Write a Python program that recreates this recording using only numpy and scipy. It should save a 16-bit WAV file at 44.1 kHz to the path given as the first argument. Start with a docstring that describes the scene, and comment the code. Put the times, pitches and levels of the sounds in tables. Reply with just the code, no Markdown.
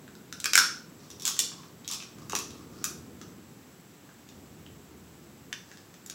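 """A crab leg is bitten open at a table in a small, hard-walled room, over rumble, hiss and a thin whine.
Faint ticks build to a loud crunch at 0.5 s, each crack a millisecond burst of splintering that rings
the shell and the hollow of the mouth. From 1 s to 3 s wet meat tears softly between more cracks,
and at 2.3 s the teeth knock together once. A lull with a few ticks follows,
then a last run of snaps and one soft tear from 5.5 s."""
import sys
import numpy as np
from scipy import signal
from scipy.fft import rfft, irfft
from scipy.io import wavfile
from scipy.ndimage import uniform_filter1d

SR = 44100
rng = np.random.default_rng(int(sys.argv[2]) if len(sys.argv) > 2 else 0)


def transcribe(signal):
    """Save signal, clipped to [-1, 1], as a 16-bit WAV file at the path in sys.argv[1]."""
    frames = np.atleast_2d(signal).T
    limited = np.clip(frames, -1, 1)
    pcm = np.round(limited * 32767).astype(np.int16)
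    wavfile.write(sys.argv[1], SR, pcm)


N = 270774

# Tone of the rumble: freq_hz, relative_db
RUMBLE_SPECTRUM = [(20, -13), (45, -56), (68, -9.5), (110, -2), (160, 1.5), (220, 0), (340, -3.5),
                   (460, -9.5), (620, -18.5), (1200, -25), (3000, -39)]
# Three swells of the rumble: start_s, hold_until_s, rumble_lift_db, deep_bass_lift_db
RUMBLE_SWELLS = [(-.2, 1.76, 4, 1), (2.0, 3.06, 8, 11.5), (4.2, 4.88, 4, 11.5)]
# Tone of the hiss: freq_hz, relative_db
HISS_SPECTRUM = [(100, -1), (700, 7), (1300, 5), (2200, 2), (4500, -2), (7300, -1), (8300, -7.5),
                 (10000, -8.5), (13000, -5.5), (16000, -3)]
# Decay of the room's tail: freq_hz, t60_s
ROOM_DECAY = [(300, 0.31), (1400, 0.42), (2600, 0.37), (3900, 0.39), (5500, 0.4), (8000, 0.36),
              (14000, 0.26)]
# Tone of the room's tail: freq_hz, gain_db
ROOM_EQ = [(300, 8.5), (900, -1.5), (1500, 0), (2000, -5.5), (2550, 3), (3200, -1.5), (4400, 0.5),
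           (5600, 4), (7500, -6.5), (10000, 0), (15000, -6)]
# First reflections off table and walls: delay_s, gain
EARLY_REFLECTIONS = [(.0026, 0.053), (.0058, 0.053), (0.01, 0.37), (0.0126, .17), (0.0211, 0.16)]
# Resonance of the mouth round the shell: time_s, pitch_hz
MOUTH_RESONANCE = [(.8, 1450), (1.05, 1135), (1.6, 1050), (1.95, 1140), (2.6, 1190), (2.8, 1270),
                   (4.1, 1320), (5.5, 1700)]
# Pulls at the wet meat: start_s, length_s, relative_mouth_db, relative_crackle_db
MEAT_PULLS = [(0.985, 0.099, -62.5, -57), (1.192, 0.16, -53, -47.5), (1.476, 0.23, -60.5, -60.5),
              (1.88, 0.089, -52, -42.5), (2.002, 0.039, -66, -52), (2.16, 0.13, -62.5, -63),
              (2.475, 0.19, -61, -63.5), (2.684, 0.24, -58, -58.5), (5.601, 0.27, -67, -65)]
# Ring of the teeth as they close through the shell: pitch_hz, level_db, t60_s
TEETH_MODES = [(443, -21.5, 0.021), (940, -11.5, 0.0097), (1130, -13, 0.011), (2760, -25, 0.016)]
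# Tone that all fractures share: freq_hz, gain_db
SHELL_EQ = [(600, -15.5), (1000, -14.5), (1500, -6.5), (2000, -8), (3200, -5), (6300, 1.6), (12000, -9.5)]
# Resonances of the whole hollow leg: pitch_hz, width_hz, lift_db
LEG_MODES = [(3590, 550, 4), (7410, 790, 5.5), (12700, 1700, 4)]
# The break moves from plate to plate of the shell, each facing the room another way:
# start_s, pitch_hz, lift_db, room_send_db
SHELL_PLATES = [(0, 3800, 8, -4), (.42, 2420, 9, -4.5), (.55, 2300, 13, -6), (.57, 2300, -1, -1),
                (1.0, 3420, 7.5, 0), (1.99, 2600, 7, -1.5), (3.1, 3460, 2, -1.5), (4.5, 3140, 13.5, -5.5),
                (5.6, 3700, 1.5, -2.5)]
# Fractures of the shell: start_s, strength_db, boom_db, treble_tilt_db_per_octave, snap_pitch_hz
FRACTURES = [(0.0785, -30.5, 16, -8.5, 7500), (0.1523, -29, 12, -1, 4900), (0.326, -12, 10, -1.5, 5740),
             (0.4016, -10, -3, -1, 7900), (0.4424, -0.5, 2, -2, 7600), (0.4572, 2, 8.5, -1, 5000),
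             (0.5339, 7.5, 0, -3.5, 5430), (0.5543, 11.5, 8.5, -0.5, 7540), (0.5673, -2, -14, 3, 5350),
             (0.5768, 10.5, 14.5, 0, 5460), (0.5881, 5.5, -10, -2.5, 5370), (1.103, -19, 2, -1, 5900),
             (1.198, -18.5, -4, 0, 5600), (1.2211, -14, -13, 1, 5650), (1.253, 0.5, -6, 0, 7500),
             (1.2695, -4.5, 3, -0.5, 6700), (1.2777, -1, 4, 1.5, 6800), (1.3663, -13, 6, -4, 7400),
             (1.3911, 6.5, -11, -1, 7450), (1.517, -25.5, 11, -14.5, 7200),
             (1.6331, -29.5, 14.5, -14, 6100), (1.8462, -23, -1, -8, 4000), (1.8777, -7, -16, -1.5, 6400),
             (1.9129, -8, -1.5, 0.5, 7500), (1.9349, -10, -1, 0, 7550), (2.002, -17, -2, -14, 5300),
             (2.0243, -16, -1, -8.5, 5800), (2.1847, -27.5, 12, -5, 6850), (2.297, -11.5, 11, -0.5, 6500),
             (2.3215, -10, 2, -3, 6300), (2.352, 0, 9.5, -1, 5970), (2.3654, -11, -1, -5, 6040),
             (2.388, -8.5, -6, 1, 7000), (2.5057, -20.5, -18, -4, 3600), (2.842, -2.5, 8.5, 3.5, 6630),
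             (3.2143, -19, 8, -6, 6200), (4.0907, -38, 20.5, -11, 7700), (4.2892, -22, -7, -7.5, 6700),
             (4.664, -28, -5, -22, 7750), (5.5277, -7.5, 8.5, -6, 6030), (5.7144, -25.5, 12, -4, 6360),
             (5.7726, -25.5, 3, -5, 4860), (5.941, -26, 8, -5, 6400), (6.0615, -20.5, 3, 4, 7100),
             (6.0985, -10, -1, -2, 6960)]


def amp(db):
    """Decibels to gain."""
    return 10 ** (np.asarray(db) / 20)


def unit_rms(x):
    """Scales to rms 1."""
    return x / np.sqrt(np.mean(x ** 2) + 1e-20)


def curve_at(points, hz):
    """Reads a curve on a log-frequency axis."""
    freqs, values = np.transpose(points)
    return np.interp(np.log(hz + 1), np.log(freqs + 1), values)


def add(mix, start_s, sound):
    """Mixes a sound in at its start time."""
    part = mix[max(round(start_s * SR), 0):][:len(sound)]
    part += sound[:len(part)]


def bell(hz, centre_hz, width_hz):
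    """Bell of height 1 round a resonance."""
    return 1 / (1 + (2 * (hz - centre_hz) / width_hz) ** 2)


def minimum_phase(gain):
    """Filter response with this gain that rings only after it is struck."""
    log_gain = np.log(np.maximum(gain, 1e-6))
    mirrored = np.concatenate([log_gain, log_gain[-2:0:-1]])
    return np.exp(np.conj(signal.hilbert(mirrored)))[:len(gain)]


def noise(gain):
    """Steady noise of rms 1, shaped by the function gain(hz)."""
    return unit_rms(irfft(rfft(rng.standard_normal(N)) * gain(np.fft.rfftfreq(N, 1 / SR)), N))


def background(rumble_db=-55, deep_db=-68.5, hiss_db=-57.5, whine_db=-68.5, rise_s=0.19, fall_s=0.76):
    """The bed: a low rumble that swells and sinks, steady hiss and a thin electrical whine."""
    t = np.arange(N) / SR
    swells = []
    for start_s, hold_until_s, *lifts_db in RUMBLE_SWELLS:
        envelope = np.minimum((t - start_s) / rise_s, 1 - (t - hold_until_s) / fall_s)
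        swells.append(np.outer(lifts_db, np.clip(envelope, 0, 1)))
    rumble_lift_db, deep_lift_db = np.max(swells, axis=0)
    rumble = noise(lambda hz: amp(curve_at(RUMBLE_SPECTRUM, hz))) * amp(rumble_db + rumble_lift_db)
    deep = noise(lambda hz: bell(hz, centre_hz=82, width_hz=55) ** 2) * amp(deep_db + deep_lift_db)
    hiss = noise(lambda hz: amp(curve_at(HISS_SPECTRUM, hz))) * amp(hiss_db)
    whine = noise(lambda hz: bell(hz, centre_hz=7700, width_hz=440) ** 2) * amp(whine_db)
    return rumble + deep + hiss + whine


def room_impulse(tail_db=2.2, build_s=0.0023, size=32768):
    """A few reflections from table and walls, and a dense tail whose top end dies first."""
    hz, t, bands = signal.stft(rng.standard_normal(size), SR, nperseg=256)
    decay = amp(-60 * t / curve_at(ROOM_DECAY, hz)[:, None])
    tail = signal.istft(bands * decay, SR, nperseg=256)[1][:size]
    fade_in = 1 - np.exp(-(np.arange(size) / SR / build_s) ** 2)
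    spectrum = rfft(tail * fade_in)
    contour = np.sqrt(uniform_filter1d(abs(spectrum) ** 2, size=120))
    eq = amp(tail_db + curve_at(ROOM_EQ, np.fft.rfftfreq(size, 1 / SR)))
    response = irfft(spectrum * minimum_phase(eq / contour))
    for delay_s, gain in EARLY_REFLECTIONS:
        add(response, delay_s, np.array([gain]))
    return response


def room(send, cycle_hz=13):
    """Each fracture throws its sound a different way: the send crossfades round four reverbs."""
    angle = 2 * np.pi * cycle_hz * np.arange(N) / SR
    fades = [np.maximum(np.cos(angle + k * np.pi / 2), 0) for k in range(4)]
    return sum(signal.fftconvolve(send * fade, room_impulse())[:N] for fade in fades)


def mouth_pitch(time_s):
    """The mouth's resonance in Hz, gliding as the bite goes on."""
    return np.interp(time_s, *np.transpose(MOUTH_RESONANCE))


def meat_tearing(clicks_per_s=500, mouth_width_hz=270):
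    """Wet fibres part in swarms of tiny clicks, which also sound the mouth's resonance."""
    t = np.arange(N) / SR
    clicks = rng.standard_normal(N) * (rng.random(N) < clicks_per_s / SR)
    crackle_band = bell(np.fft.rfftfreq(N, 1 / SR), centre_hz=5200, width_hz=4500)
    crackle = unit_rms(irfft(rfft(clicks) * crackle_band, N))
    # A gliding band-pass: shift down by the mouth's pitch, low-pass, shift back up.
    carrier = np.exp(2j * np.pi * np.cumsum(mouth_pitch(t)) / SR)
    pole = np.exp(-np.pi * mouth_width_hz / SR)
    smoothed = signal.lfilter([1], np.poly([pole, pole]), clicks / carrier)
    mouth = unit_rms((carrier * smoothed).real)
    out = np.zeros(N)
    for start_s, length_s, mouth_db, crackle_db in MEAT_PULLS:
        swell = np.sin(np.pi * np.clip((t - start_s) / length_s, 0, 1))
        out += swell * (amp(mouth_db) * mouth + amp(crackle_db) * crackle)
    return out


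def teeth_knock(start_s=2.3326, attack_s=0.0017):
    """The teeth meet once, mid-bite, with a short, dull ring."""
    t = np.arange(4096) / SR
    ring = sum(amp(db - 60 * t / t60) * np.sin(2 * np.pi * hz * t) for hz, db, t60 in TEETH_MODES)
    out = np.zeros(N)
    add(out, start_s, ring * (1 - np.exp(-t / attack_s)))
    return out


def splinter_spectrum(size, attack_s=0.00015, decay_s=0.0016):
    """Tiny breaks crowd in at once and fade as the split runs on: a noise burst, evened in tone."""
    t = np.arange(size) / SR
    burst = rng.standard_normal(size) * (1 - np.exp(-t / attack_s)) * np.exp(-t / decay_s)
    spectrum = rfft(burst)
    contour = np.sqrt(uniform_filter1d(abs(spectrum) ** 2, size=70))
    return spectrum / minimum_phase(contour)


def small_splits(count=2, within_s=0.018, offset_db=-20.5):
    """Weaker splits of the same piece run on just after each fracture."""
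    delays_s = within_s * rng.uniform(0.2, 1, (len(FRACTURES), count))
    return [(start_s + delay_s, strength_db + offset_db, *tone)
            for (start_s, strength_db, *tone), row in zip(FRACTURES, delays_s) for delay_s in row]


def crack(start_s, strength_db, boom_db, tilt_db_per_octave, snap_hz, plate_hz, plate_db,
          boom_octaves=0.66, tilt_from_hz=2880, tilt_pivot_hz=4330, bass_corner_hz=300, size=4096):
    """A fracture rings two resonances of the piece that breaks, the whole leg and the mouth behind it."""
    hz = np.fft.rfftfreq(size, 1 / SR)
    mouth_hz = mouth_pitch(start_s)
    # pitch_hz, width_hz, lift_db
    modes = [(plate_hz, 520, plate_db), (snap_hz, 1100, 7.5), (mouth_hz, 450, 8), *LEG_MODES]
    rings_db = sum(db * bell(hz, pitch, width) for pitch, width, db in modes)
    # The hollow booms in a broad band round the mouth's pitch; a sharper break is brighter.
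    hollow_db = boom_db / (1 + (np.log2((hz + 1) / mouth_hz) / boom_octaves) ** 4)
    treble_db = tilt_db_per_octave * np.log2(np.maximum(hz, tilt_from_hz) / tilt_pivot_hz)
    tone_db = curve_at(SHELL_EQ, hz) + hollow_db + treble_db + rings_db
    radiated = hz ** 2 / (hz ** 2 + bass_corner_hz ** 2)  # a small shell gives off little bass
    gain = amp(strength_db + tone_db) * np.maximum(radiated, 0.02)
    return irfft(splinter_spectrum(size) * minimum_phase(gain))


def shell_cracks():
    """The shell gives way plate by plate; returns the direct sound and the room send."""
    direct, send = np.zeros((2, N))
    for start_s, *fracture in FRACTURES + small_splits():
        plate_index = sum(start_s >= plate[0] for plate in SHELL_PLATES[1:])
        _, plate_hz, plate_db, send_db = SHELL_PLATES[plate_index]
        sound = crack(start_s, *fracture, plate_hz, plate_db)
        add(direct, start_s, sound)
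        add(send, start_s, sound * amp(send_db))
    return direct, send


def scene(meat_trim_db=-3, teeth_send_db=-6):
    """The mono mix: shell, meat and teeth in the room, over the background bed."""
    shell, shell_send = shell_cracks()
    meat = meat_tearing() * amp(meat_trim_db)
    teeth = teeth_knock()
    reverb = room(shell_send + meat + teeth * amp(teeth_send_db))
    return (shell + meat + teeth + reverb + background())[None]


def record(dry, low_cut_hz=58, deep_bass_db=-16, ceiling=0.9, high_cut_hz=15900):
    """The microphone sheds the deepest bass, the sharpest peaks clip, and the very top is cut."""
    thinned = signal.sosfilt(signal.butter(5, low_cut_hz, "high", fs=SR, output="sos"), dry)
    clipped = np.clip(thinned + amp(deep_bass_db) * (dry - thinned), -ceiling, ceiling)
    low_pass = signal.firwin(511, high_cut_hz, window=("kaiser", 9), fs=SR)
    return signal.oaconvolve(clipped, low_pass[None], "same")


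dry = scene()
out = record(dry)
transcribe(out)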